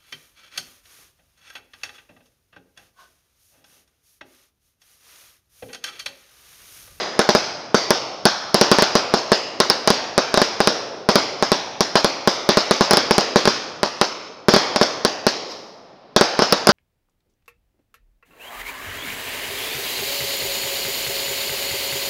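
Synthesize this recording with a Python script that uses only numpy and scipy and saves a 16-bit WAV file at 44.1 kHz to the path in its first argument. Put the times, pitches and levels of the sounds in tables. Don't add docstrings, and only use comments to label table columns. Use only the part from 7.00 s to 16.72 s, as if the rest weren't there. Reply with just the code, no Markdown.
import sys
import numpy as np
from scipy import signal
from scipy.fft import rfft, irfft, next_fast_len
from scipy.io import wavfile

SR = 44100
rng = np.random.default_rng(int(sys.argv[2]) if len(sys.argv) > 2 else 0)


def to_wav(s):
    ch = np.atleast_2d(s).T
    pcm = np.round(np.clip(ch, -1, 1) * 32767)
    wavfile.write(sys.argv[1], SR, pcm.astype(np.int16))


N = 428652
LEAD = SR // 4
TIME = np.arange(-LEAD, N) / SR
USUAL_BLAST_DB, USUAL_LENGTH_MS = 16, 0.44


def from_db(db):
    return 10 ** (np.asarray(db) / 20)


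def dull(sound, cut_hz):
    memory = np.exp(-2 * np.pi * cut_hz / SR)
    return signal.lfilter([1 - memory], [1, -memory], sound + 1e-18)


def add(track, time_s, sound):
    start = max(LEAD + round(time_s * SR), 0)
    part = track[start:start + len(sound)]
    part += sound[:len(part)]


def noise_bands(spectrum, centres_hz):
    size = next_fast_len(len(TIME))
    log_hz = np.log(np.arange(size // 2 + 1) * SR / size + 1)
    hz, db = np.transpose(spectrum)
    gain = from_db(np.interp(log_hz, np.log(hz), db))
    whole = rfft(rng.standard_normal(size)) * gain / np.sqrt(np.mean(gain ** 2))
    shares = [np.interp(log_hz, np.log(centres_hz), row) for row in np.eye(len(centres_hz))]
    return [irfft(whole * share, size)[:len(TIME)] for share in shares]


def noise(spectrum):
    return noise_bands(spectrum, [1])[0]


def flutter(rate_hz, depth_db):
    drift = dull(dull(rng.standard_normal(len(TIME)), rate_hz), rate_hz)
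    return from_db(depth_db * drift / drift.std())


def blast_wave(length_ms, sharp_db, front_hz=6700, crack_db=-15.5, crack_ms=0.46):
    age_ms = np.arange(SR // 100) * 1000 / SR
    progress = age_ms / length_ms
    pressure = dull((1 - progress) * np.exp(-progress), front_hz * from_db(sharp_db))
    crack = np.diff(rng.standard_normal(len(age_ms) + 1)) * np.exp(-age_ms / crack_ms)
    return pressure + from_db(crack_db + sharp_db) * crack


def ground_bounce(sound, delay_ms=0.9, spread_ms=0.12, share=0.1):
    lag = round(abs(delay_ms + spread_ms * rng.standard_normal()) * SR / 1000)
    return sound + share * np.pad(sound, (lag, 0))[:len(sound)]


# (time [s], level [dB], length of the push [ms], sharpness [dB])
BANGS = [(-0.07, 18.5, 0.65, 0), (0.1923, 16, 0.41, 6), (0.2905, 17, 0.43, -8.5), (.3503, 15.5, .56, -7),
         (.7447, 20.5, 0.45, -18.5), (.906, 17, 0.43, 7.5), (1.254, 20.5, 0.56, 14.5),
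         (1.544, 17.5, 0.48, 7), (1.6125, 20.5, 0.46, 9), (1.7155, 21, 0.5, 8), (1.7858, 14, 0.38, -5),
         (1.8228, 16, 0.38, 13.5), (1.9538, 14, 0.6, 5), (2.139, 12.5, .6, -3), (2.3186, 18.5, 0.44, 2),
         (2.6021, 18, 0.33, 2.5), (2.6997, 18, 0.26, 10), (2.8753, 18.5, .31, 4.5), (2.9035, 15.5, 0.48, 2),
         (3.1791, 16.5, 0.39, 4), (3.342, 10, 0.42, -3), (3.3747, 13.5, 0.38, -2), (3.417, 14, 0.49, -4),
         (3.604, 16, 0.33, -6), (3.6734, 19.5, 0.3, 3), (4.089, 14, 0.63, -3), (4.1564, 14, 0.79, 13.5),
         (4.4255, 11.5, 0.42, -5), (4.5181, 12.5, 0.61, -3), (4.807, 12.5, 0.45, 8.5),
         (4.9553, 17, 0.42, 1), (5.0455, 13.5, 0.45, 7), (5.2748, 18.5, 0.47, -3.5), (5.4906, 15.5, 0.6, 3),
         (5.572, 16, 0.47, -1), (5.7102, 14.5, 0.51, 6), (5.809, 13, 0.78, -3), (5.9096, 17.5, 0.39, 9),
         (5.934, 14, 0.45, -1), (5.9711, 17.5, 0.3, 6), (6.1096, 17, 0.42, 9.5), (6.1814, 16, .48, 4),
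         (6.209, 4, .06, -2), (6.359, 18.5, 0.56, -7), (6.455, 9, 0.38, 2), (6.4753, 15.5, 0.55, -5.5),
         (6.8316, 12.5, 0.32, -7), (7.0136, 16, 0.35, 7.5), (7.4845, 17, 0.67, -0.5),
         (7.5382, 16, 0.63, -1.5), (7.5632, 13.5, 0.56, -5.5), (7.761, 8, 0.35, -4),
         (7.8133, 16, 0.47, -11), (7.8304, 7, 0.05, -1), (8.0496, 15.5, 0.34, 7.5), (8.267, 14.5, 0.48, 0),
         (9.1632, 17.5, .45, 5), (9.2111, 19.5, 0.44, 0), (9.3917, 11, .5, -3), (9.4212, 12.5, .46, -17),
         (9.5243, 11.5, 0.64, 15.5), (9.671, 15.5, 0.43, 13), (9.6898, 20, 0.68, -6.5)]


def firecrackers(wall_ms=4.677, wall_spread_ms=0.08):
    direct, wall = np.zeros((2, len(TIME)))
    wall_delays_ms = wall_ms + wall_spread_ms * rng.standard_normal(len(BANGS))
    for (time_s, blast_db, length_ms, sharp_db), delay_ms in zip(BANGS, wall_delays_ms):
        bang = from_db(blast_db) * ground_bounce(blast_wave(length_ms, sharp_db))
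        wall_db = -6.5 - 0.34 * (blast_db - USUAL_BLAST_DB)
        add(direct, time_s, bang)
        add(wall, time_s + delay_ms / 1000, from_db(wall_db) * bang)
    echoes = dull(wall, cut_hz=1320) + nearby_echoes(direct)
    return direct + dull(echoes, cut_hz=9000)


# (delay [ms], level [dB])
NEARBY_ECHOES = [(1.11, -13), (1.73, -10), (2.54, -18), (3.43, -21), (6.33, -16), (8.29, -18), (9.81, -15),
                 (12.19, -21), (13.08, -19), (14.98, -20), (18.5, -25), (30.0, -24)]


def nearby_echoes(bangs):
    muffled = dull(bangs, cut_hz=434)
    echoes = np.zeros(len(TIME))
    for delay_ms, level_db in NEARBY_ECHOES:
        add(echoes, TIME[0] + delay_ms / 1000, from_db(level_db) * muffled)
    return echoes


def torn_casing(sound, spread=0.4):
    size = SR // 700
    burst = spread * rng.standard_normal(size) / np.sqrt(size)
    burst[0] = 1
    return np.convolve(sound, burst / np.linalg.norm(burst))


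def wash(spectrum, bands_hz, fades_s, level_db, build_s, grain_hz, grain_db, patchy_db):
    age = np.arange(int(min(0.7 * max(fades_s), 2) * SR)) / SR
    build_up = np.sqrt(1 - np.exp(-(age / build_s) ** 2))
    envelopes = build_up * from_db(-60 * age / fades_s[:, None])
    grains = flutter(grain_hz, grain_db)
    bands = np.array([band * grains * flutter(rate_hz=11.8, depth_db=patchy_db)
                      for band in noise_bands(spectrum, bands_hz)])
    starts = rng.integers(0, N - 2 * SR, len(BANGS))
    track = np.zeros(len(TIME))
    for (time_s, blast_db, length_ms, _), start in zip(BANGS, starts):
        echoes = np.sum(bands[:, start:start + len(age)] * envelopes, axis=0)
        strength = from_db(0.77 + 0.5 * (blast_db - USUAL_BLAST_DB))
        strength *= (length_ms / USUAL_LENGTH_MS) ** 0.52
        add(track, time_s, strength * ground_bounce(torn_casing(echoes)))
    return from_db(level_db) * track


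# (frequency [Hz], level [dB])
HEDGE_TONE = [(50, -12), (100, -18.5), (220, -3.5), (400, -3), (600, 3.5), (800, -0.5), (1100, -2.5),
              (1600, -2.5), (2200, -15.5), (3500, -12), (5000, -14.5), (6500, -16), (8000, -24),
              (10000, -31), (15000, -19.5)]
# (frequency [Hz], level [dB])
TREE_TONE = [(50, 2), (110, -4), (200, -10.5), (320, -4), (430, 0), (620, 2), (1000, -3), (1600, -4.5),
             (2500, -8), (4000, -12), (5200, -12.5), (6500, -12.5), (8000, -21), (10000, -27.5),
             (15000, -18.5)]
# (frequency [Hz], near fade [s], far fade [s])
FADE_TIMES = [(100, 0.086, 2.9), (300, 0.19, 1.6), (723, 0.2, 1.77), (2000, 0.17, 1.07), (5030, 0.23, 0.98),
              (10000, 0.29, 0.75)]


def garden_wash():
    bands_hz, near_fades_s, far_fades_s = np.transpose(FADE_TIMES)
    near = wash(HEDGE_TONE, bands_hz, near_fades_s, level_db=-16.5, build_s=0.0006,
                grain_hz=300, grain_db=2.0, patchy_db=2.0)
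    far = wash(TREE_TONE, bands_hz, far_fades_s, level_db=-26, build_s=0.024,
               grain_hz=150, grain_db=0.54, patchy_db=0.6)
    return near + far


# (frequency [Hz], level [dB])
AIR_TONE = [(25, 27), (55, 4.5), (100, 4), (300, -3), (700, 0), (1500, -14.5), (4000, -25), (8000, -44),
            (15000, -37.5)]


def outdoor_air(level_db=-35.5):
    return from_db(level_db) * noise(AIR_TONE)


# (frequency [Hz], level [dB])
SPUTTER_TONE = [(300, -20), (1000, 4), (2500, -8), (3500, -4), (3850, 6), (4200, -5), (5100, 4.5),
                (7000, -2), (9700, -14), (11000, -5), (15000, 2)]


def sputter(peak_s=8.515, peak_db=-36.5, rise_db_per_s=350, fall_db_per_s=400, tail_db_per_s=60):
    before, after = np.maximum(peak_s - TIME, 0), np.maximum(TIME - peak_s, 0)
    tail_db = -6 - tail_db_per_s * after
    fade_db = np.maximum(-fall_db_per_s * after, tail_db)
    return from_db(peak_db - rise_db_per_s * before + fade_db) * noise(SPUTTER_TONE)


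def scene():
    mix = firecrackers() + garden_wash() + outdoor_air() + sputter()
    return mix[None, LEAD:]


def resonance(hz, q):
    radius = np.exp(-np.pi * hz / (q * SR))
    angle = 2 * np.pi * hz / SR * np.sqrt(max(1 - 1 / (2 * q) ** 2, 0))
    return np.array([1, -2 * radius * np.cos(angle), radius ** 2])


# (frequency [Hz], width [Hz], boost or cut [dB])
AFTER_OVERLOAD_TONE = [(62.6, 94, -7.5), (1445, 500, 0.5), (7550, 2800, -5.5), (10000, 1200, 3.5),
                       (14260, 2600, -3.5)]


def after_overload_tone(sound):
    for hz, width_hz, db in AFTER_OVERLOAD_TONE:
        band = signal.lfilter(*signal.iirpeak(hz, hz / width_hz, fs=SR), sound)
        sound = sound + (from_db(db) - 1) * band
    return sound


def record(dry, ceiling=0.98, soften_hz=13000, top_hz=15500):
    sound = signal.lfilter([1, -2, 1], resonance(hz=205, q=1), dry)
    opening = resonance(hz=5152, q=4.44)
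    sound = dull(signal.lfilter([opening.sum()], opening, sound), cut_hz=8100)
    sound = sound / (1 + np.abs(sound / ceiling) ** 3.5) ** (1 / 3.5)
    sound = signal.sosfilt(signal.butter(2, soften_hz, fs=SR, output="sos"), after_overload_tone(sound))
    steep_treble_cut = signal.ellip(10, 0.1, 80, top_hz, fs=SR, output="sos")
    return signal.sosfilt(steep_treble_cut, sound)


dry = scene()
out = record(dry)
to_wav(out)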